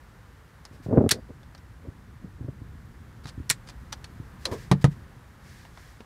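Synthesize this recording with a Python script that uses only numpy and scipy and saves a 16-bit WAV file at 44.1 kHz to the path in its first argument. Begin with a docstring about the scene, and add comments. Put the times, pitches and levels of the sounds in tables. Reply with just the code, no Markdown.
"""A seat belt handled in a parked car, close to a hand-held microphone, over low cabin hum.
The belt drags with a dull stick-slip judder and the buckle's sprung latch snaps (1.1 s).
A hand thuds on the seat; the buckle is fingered and snaps again (3.5 s). The steel tongue scrapes out
and is let go. The belt rasps back (4.5 s) and the tongue knocks twice on the trim panel, which booms.
Cloth rustles and a few faint ticks follow."""
import sys
import numpy as np
from scipy import signal
from scipy.fft import rfft, irfft
from scipy.io import wavfile

SR = 44100
rng = np.random.default_rng(int(sys.argv[2]) if len(sys.argv) > 2 else 0)


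def wav_out(sig):
    """Save sig, one row per channel (or a flat mono array), as 16-bit PCM at SR to the path in sys.argv[1]."""
    wavfile.write(sys.argv[1], SR, np.round(np.clip(np.atleast_2d(sig).T, -1, 1) * 32767).astype(np.int16))


N = 266981

# cabin air, hand sway on the microphone: time_s, level_db
AIR_LEVELS = [(0, -51), (2.4, -52.5), (4.3, -49), (6.05, -51.5)]
SWAY_LEVELS = [(0, -70), (0.6, -64.5), (1.15, -49.5), (1.6, -53), (2.5, -47), (3.7, -49), (4.4, -48),
               (4.95, -44), (5.27, -65), (5.5, -50.5), (6.05, -60)]
# tongue touching buckle and trim: time_s, level_db, bright_hz, body_db
TONGUE_TICKS = [(0.652, -27.5, 5090, -7), (1.431, -43, 3430, 2), (1.549, -35, 4340, -0.5),
                (1.579, -38.5, 5530, -12), (3.256, -31, 3920, 2.5), (3.2892, -37, 5830, -16),
                (3.688, -30.5, 5020, 0), (3.9267, -17, 5890, -5.5), (4.0427, -23, 4350, -8.5),
                (4.4532, -15, 5070, -16), (4.4547, -7.5, 4110, -13), (5.651, -44, 2850, 12.5),
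                (5.774, -45.5, 3570, 17.5), (6.005, -39, 2700, 6)]
# tongue scraping in its slot: start_s, length_s, level_db
TONGUE_SCRAPES = [(3.237, .01, -39.5), (3.27, .028, -34), (3.668, .036, -37.5), (3.921, .013, -26.5)]
# pulls on the belt: start_s, length_s, level_db
BELT_PULLS = [(0.711, 0.055, -47.5), (0.885, 0.19, -20), (1.114, .088, -34.5), (1.287, 0.023, -39),
              (1.829, 0.076, -43), (2.215, .065, -48), (2.374, 0.13, -48)]
# belt jerking free: time_s, level_db, cutoff_hz
BELT_JOLTS = [(0.862, -23, 400), (0.91, -17.5, 450), (0.927, -11, 900), (0.938, -18, 910),
              (0.974, -3, 3000), (0.9793, -5, 403), (1.007, -7.5, 450), (1.04, -13, 750), (1.062, -13, 800),
              (1.12, -20.5, 600), (1.305, -29, 250), (2.483, -29.5, 450), (6.005, -32.5, 700)]
# hand on the seat, plus the low knock under the buckle's snap at 3.505 s: time_s, level_db, pitch_hz
SEAT_THUDS = [(0.711, -35.5, 101), (0.801, -36, 129.5), (0.886, -21, 149), (1.883, -26.5, 99),
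              (2.243, -31, 189), (2.408, -26, 110), (2.444, -27.5, 117.8), (2.484, -25.5, 137),
              (2.617, -29, 113), (3.253, -31.5, 131), (3.377, -26, 112.4), (3.4, -24, 87.5),
              (3.505, -30, 142), (4.199, -30, 129), (4.515, -23.5, 104)]
# cloth strokes: start_s, length_s, level_db
CLOTH_SLIDES = [(0.716, .04, -60), (0.821, 0.033, -56), (4.386, 0.1, -54.5), (4.548, 0.087, -52.5),
                (4.809, 0.016, -47.5), (4.904, 0.027, -57), (5.385, 0.22, -55.5), (5.726, 0.17, -58)]
# latch hitting its stops: time_s, level_db, body_db, bright_hz
LATCH_SNAPS = [(1.0912, -14, -6.5, 2700), (1.109, -15.5, 2, 4340), (1.1124, -4.5, -8, 5650),
               (1.117, -7.5, -6.5, 4300), (3.494, -24, -14, 5700), (3.4992, -3.5, -16, 8500),
               (3.503, -14, 1.5, 2200), (3.5051, -15, -2.5, 1870), (3.5098, -11.5, -10, 7400)]
# buckle and tongue modes: pitch_hz, level_db, t60_s
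STEEL_MODES = [(1590, -7.5, 0.063), (1950, -3.5, 0.08), (2240, -3, .05), (2710, -6, .055), (2800, -9, 0.05),
               (3395, -5.5, 0.039), (4450, -2, 0.037), (4570, -0.5, 0.035), (4740, -32, 0.35),
               (5130, -2, 0.038), (5525, 4.5, 0.039), (5470, -8.5, 0.052), (6260, -9, 0.055),
               (7400, -3, 0.057), (8950, -8, .05), (9250, -5, 0.055)]
# belt running over its guide: start_s, length_s, rasp_db, hiss_db
BELT_RUNS = [(4.459, 0.037, -36.5, -65), (4.512, 0.028, -33.5, -43)]
# tongue hitting the trim: time_s, clack_db, boom_db, cutoff_hz, pitch_ratio
TRIM_KNOCKS = [(4.7142, -8.5, -7.5, 550, 1), (4.7203, -18, -15.5, 600, 1.3), (4.8424, -12, -2.5, 169, 1.02),
               (4.8496, -18, -10.5, 119, 1.2)]
# trim panel modes: pitch_hz, level_db, t60_s
TRIM_MODES = [(142.5, 0, 0.16), (177.7, -4, 0.089), (278.6, -6, 0.058), (391, -13, 0.049), (446, -13, 0.11),
              (565, -15, 0.068), (870, -5.5, 0.038), (1240, -30, 0.069)]
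# boom off roof and windows: delay_s, level_db
BOOM_ECHOES = [(0.0162, -13.5), (0.036, -16.5)]
# source spectra: freq_hz, relative_db
AIR_SPECTRUM = [(12, -47), (20, -27), (35, -12.5), (53, -1.5), (120, -7), (301, -21.5), (422, -21.5),
                (542, -21.5), (590, -26), (976, -22), (1760, -23.5), (2530, -33.5), (6360, -41),
                (14700, -46), (16000, -57)]
SWAY_SPECTRUM = [(15, -37.5), (25, -20), (65, 0), (97, -6), (128, -6), (221, -14), (400, -25.5), (520, -54),
                 (880, -120)]
TICK_SPECTRUM = [(250, -55), (500, 10), (850, 10.5), (1600, 4.5), (2700, -2), (4500, 2.5), (7000, -4),
                 (10000, -6.5), (15000, -21)]
DRAG_SPECTRUM = [(21, -45.5), (35, -22.5), (97, 4), (194, -2), (236, 3.5), (309, -5.5), (404, -6),
                 (595, -10), (680, -17.5), (1260, -30.5), (1890, -42), (2570, -55.5), (3500, -68),
                 (4550, -92.5), (7700, -120)]
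CLOTH_SPECTRUM = [(880, -33.5), (1500, -14), (1640, -1), (2660, -13.5), (5220, -12.5), (14600, -25.5),
                  (15500, -25), (16000, -42)]
SNAP_SPECTRUM = [(150, -17), (400, -9.5), (800, -7.5), (1250, -3.5), (1900, 1), (2700, -8), (3400, -5),
                 (4300, -4.5), (6000, -8.5), (8500, -7), (11500, -11), (15500, -22)]
RASP_SPECTRUM = [(59, -38), (100, -16), (330, -5.5), (381, -1), (452, -2), (858, -19), (989, -10.5),
                 (1370, -26), (2100, -29), (3000, -66), (3900, -72), (6600, -120)]
CLACK_SPECTRUM = [(240, -19), (400, -5.5), (994, -14), (1270, -12), (1440, -20), (1790, -15.5), (2590, -25),
                  (3690, -24.5), (9470, -34.5), (15000, -49), (16000, -73)]


def from_db(db):
    """Decibels to gain."""
    return 10 ** (np.asarray(db) / 20)


def add(out, time_s, sound):
    """Mix a sound in at time_s."""
    at = int(time_s * SR)
    out[at:at + len(sound)] += sound[:N - at]


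def level(rows, fade_s=0.008):
    """Gain along a (time_s, level_db) curve, silent outside it."""
    time_s, db = np.transpose(rows)
    t = np.arange(N) / SR
    gate = np.interp(t, [time_s[0] - fade_s, time_s[0], time_s[-1], time_s[-1] + fade_s], [0, 1, 1, 0])
    return from_db(np.interp(t, time_s, db)) * gate


def stroke(start_s, length_s, attack_s, t60_s):
    """Envelope of one movement: attack, hold, release."""
    t = np.arange(N) / SR - start_s
    return np.clip(t / attack_s, 0, 1) * from_db(-60 * np.clip((t - length_s) / t60_s, 0, 10))


def cut(x, hz, kind, order=2):
    """Butterworth low-, high- or band-pass."""
    return signal.sosfilt(signal.butter(order, np.clip(hz, 10, .45 * SR), kind, fs=SR, output="sos"), x)


def resonance(x, hz, width_hz):
    """Unity-gain band round hz."""
    return cut(x, [hz - width_hz / 2, hz + width_hz / 2], "band", order=1)


def colour(x, spectrum, size=8192):
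    """Minimum-phase filter with the given spectrum and unit power gain."""
    hz, db = np.transpose(spectrum)
    bins_hz = np.arange(size // 2 + 1) * SR / size
    gain = from_db(np.interp(np.log(bins_hz + 1), np.log(hz), db))
    cepstrum = irfft(np.log(gain))
    cepstrum[1:size // 2] *= 2
    cepstrum[size // 2 + 1:] = 0
    response = irfft(np.exp(rfft(cepstrum)))
    return signal.fftconvolve(x, response / np.linalg.norm(response))[:len(x)]


def noise(spectrum):
    """Coloured noise of unit power."""
    return colour(rng.standard_normal(N), spectrum)


def ring(x, hz, t60_s):
    """One mode: a unit impulse starts a decaying unit sine."""
    r, w = from_db(-60 / (t60_s * SR)), 2 * np.pi * hz / SR
    return signal.lfilter([0, np.sin(w)], [1, -2 * r * np.cos(w), r * r], x + 1e-18)


def contact(crack_t60_s, tail_db, tail_t60_s, size=8192):
    """A blow: dense crack, then duller scatter round the padded cabin."""
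    t = np.arange(size) / SR
    crack, scatter = rng.standard_normal((2, size))
    build_up = 1 - np.exp(-t / 0.00036)  # vibration spreads through the part
    tail = cut(scatter, 5600, "low", order=1) * from_db(tail_db - 60 * t / tail_t60_s)
    return build_up * (crack * from_db(-60 * t / crack_t60_s) + tail)


def housing(x, body_db, split_hz):
    """Low body of a blow that reaches the plastic housing, relative to its treble."""
    return cut(x, split_hz, "high") - from_db(body_db) * cut(x, split_hz, "low")


def cabin():
    """Faint steady air; rumble of the hand round the microphone."""
    air = level(AIR_LEVELS) * noise(AIR_SPECTRUM)
    sway = level(SWAY_LEVELS) * noise(SWAY_SPECTRUM)
    return air + from_db(1) * sway


def touch(bright_hz, body_db):
    """Short crack of steel on plastic, emphasised round bright_hz."""
    crack = housing(contact(crack_t60_s=0.0067, tail_db=-9, tail_t60_s=0.054), body_db, split_hz=2300)
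    return cut(crack, 3.7 * bright_hz, "low") + from_db(-9.5) * resonance(crack, bright_hz, width_hz=2200)


def tongue(catches_per_s=290, jitter_share=0.25, spread_db=3.5):
    """A touch cracks and pings the steel plate; a scrape is an uneven run of tiny catches."""
    cracks, pings = np.zeros((2, N))
    for time_s, db, bright_hz, body_db in TONGUE_TICKS:
        add(cracks, time_s, from_db(db) * touch(bright_hz, body_db))
        add(pings, time_s, from_db(db) * ring(signal.unit_impulse(SR), bright_hz, t60_s=0.033))
    for start_s, length_s, db in TONGUE_SCRAPES:
        for k in np.arange(length_s * catches_per_s):
            time_s = start_s + rng.normal(k, jitter_share) / catches_per_s
            add(cracks, time_s, from_db(rng.normal(db, spread_db)) * touch(bright_hz=5000, body_db=-10))
    return from_db(-5.5) * colour(cracks, TICK_SPECTRUM) + from_db(-15) * pings


def pull(start_s, length_s, db, swell_db=15, ease_db=10):
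    """Envelope of one pull: swells, eases, stops."""
    peak_s = start_s + 0.4 * length_s
    return level([(start_s, db - swell_db), (peak_s, db), (start_s + length_s, db - ease_db)])


def belt_drag(slips_per_s=1500):
    """Stick-slip: a few big jolts among many small slips, heard through padding."""
    slips = (rng.random(N) < slips_per_s / SR) * rng.choice([-1, 1], N)
    slips = slips / np.std(slips)
    speed = sum(pull(*row) for row in BELT_PULLS)
    jolts = np.zeros(N)
    for time_s, db, cutoff_hz in BELT_JOLTS:
        add(jolts, time_s, from_db(db) * cut(signal.unit_impulse(SR), cutoff_hz, "low", order=1))
        speed += from_db(db - 10) * stroke(time_s, length_s=0.0051, attack_s=0.00092, t60_s=0.019)
    force = from_db(-2.5) * slips * speed + from_db(16.5) * jolts
    body = colour(force, DRAG_SPECTRUM)
    return (body + from_db(-1) * resonance(body, hz=440, width_hz=98)
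            + from_db(-3.5) * resonance(body, hz=656, width_hz=230))


def seat(nudges_per_s=3, nudge_db=-45.5, nudge_hz=125):
    """Hand thuds, the low knock under the second snap and faint random nudges: the cushion damps them, the
    frame adds a hollow note."""
    thuds, tap = np.zeros(N), signal.unit_impulse(SR)
    nudge_times_s = np.flatnonzero(rng.random(N) < nudges_per_s / SR) / SR
    nudges = [(time_s, nudge_db, nudge_hz) for time_s in nudge_times_s]
    frame = from_db(-9) * ring(tap, hz=257.5, t60_s=0.038)
    for time_s, db, hz in SEAT_THUDS + nudges:
        add(thuds, time_s, from_db(db) * (ring(tap, hz, t60_s=0.051) + frame))
    return from_db(3.5) * cut(cut(thuds, 376, "low", order=4), 64, "high")


def cloth():
    """Webbing and sleeve slide with a soft hiss; long strokes swell and fade slowly."""
    speed = sum(from_db(db) * stroke(start_s, length_s, attack_s=0.42 * length_s, t60_s=4 * length_s)
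                for start_s, length_s, db in CLOTH_SLIDES)
    return from_db(-2.5) * noise(CLOTH_SPECTRUM) * speed


def buckle(falloff_db_per_octave=10):
    """The sprung latch hits several stops within milliseconds; each favours modes near one pitch."""
    blows, rings = np.zeros((2, N))
    tap = signal.unit_impulse(SR // 5)
    for time_s, db, body_db, bright_hz in LATCH_SNAPS:
        crack = contact(crack_t60_s=0.019, tail_db=-9, tail_t60_s=0.072)
        blow = from_db(db) * housing(crack, body_db, split_hz=4640)
        add(blows, time_s, blow + from_db(2) * resonance(blow, bright_hz, width_hz=670))
        for hz, mode_db, t60_s in STEEL_MODES:
            gain = from_db(db + mode_db - falloff_db_per_octave * abs(np.log2(hz / bright_hz)))
            add(rings, time_s, rng.choice([-1, 1]) * gain * ring(tap, hz, t60_s))
    return from_db(-5) * colour(blows, SNAP_SPECTRUM) + from_db(-19) * rings


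def belt_rewind():
    """The freed belt rasps over its guide; the webbing hisses as it gathers speed."""
    rasp, hiss = noise(RASP_SPECTRUM), from_db(-2.5) * noise(CLOTH_SPECTRUM)
    out = np.zeros(N)
    for start_s, length_s, rasp_db, hiss_db in BELT_RUNS:
        envelope = stroke(start_s, length_s, attack_s=0.004, t60_s=0.13)
        out += envelope * (from_db(rasp_db) * rasp + from_db(hiss_db) * hiss)
    return out


def trim():
    """The swinging tongue clacks on the panel, which booms into the cabin."""
    clacks, boom = np.zeros((2, N))
    for time_s, clack_db, boom_db, cutoff_hz, pitch_ratio in TRIM_KNOCKS:
        add(clacks, time_s, from_db(clack_db) * contact(crack_t60_s=0.02, tail_db=-10, tail_t60_s=0.072))
        push = from_db(boom_db) * cut(signal.unit_impulse(SR), cutoff_hz, "low", order=1)
        for hz, db, t60_s in TRIM_MODES:
            add(boom, time_s, from_db(db) * ring(push, hz * pitch_ratio, t60_s))
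    boom = cut(boom, 64, "high")
    out = from_db(-1) * colour(clacks, CLACK_SPECTRUM) + from_db(-1.5) * boom
    echo = cut(boom, 340, "low", order=1)  # dulled by upholstery
    for delay_s, db in BOOM_ECHOES:
        add(out, delay_s, from_db(db) * echo)
    return out


def scene():
    """All sources at one close microphone."""
    return (cabin() + tongue() + belt_drag() + seat() + cloth() + buckle() + belt_rewind() + trim())[None]


def record(dry):
    """Soft clip, then steep low-pass."""
    cutoff_hz = 15700
    rounded = 0.8 * np.tanh(dry / 0.77)
    return signal.sosfilt(signal.ellip(10, .2, 70, cutoff_hz, fs=SR, output="sos"), rounded)


dry = scene()
out = record(dry)
wav_out(out)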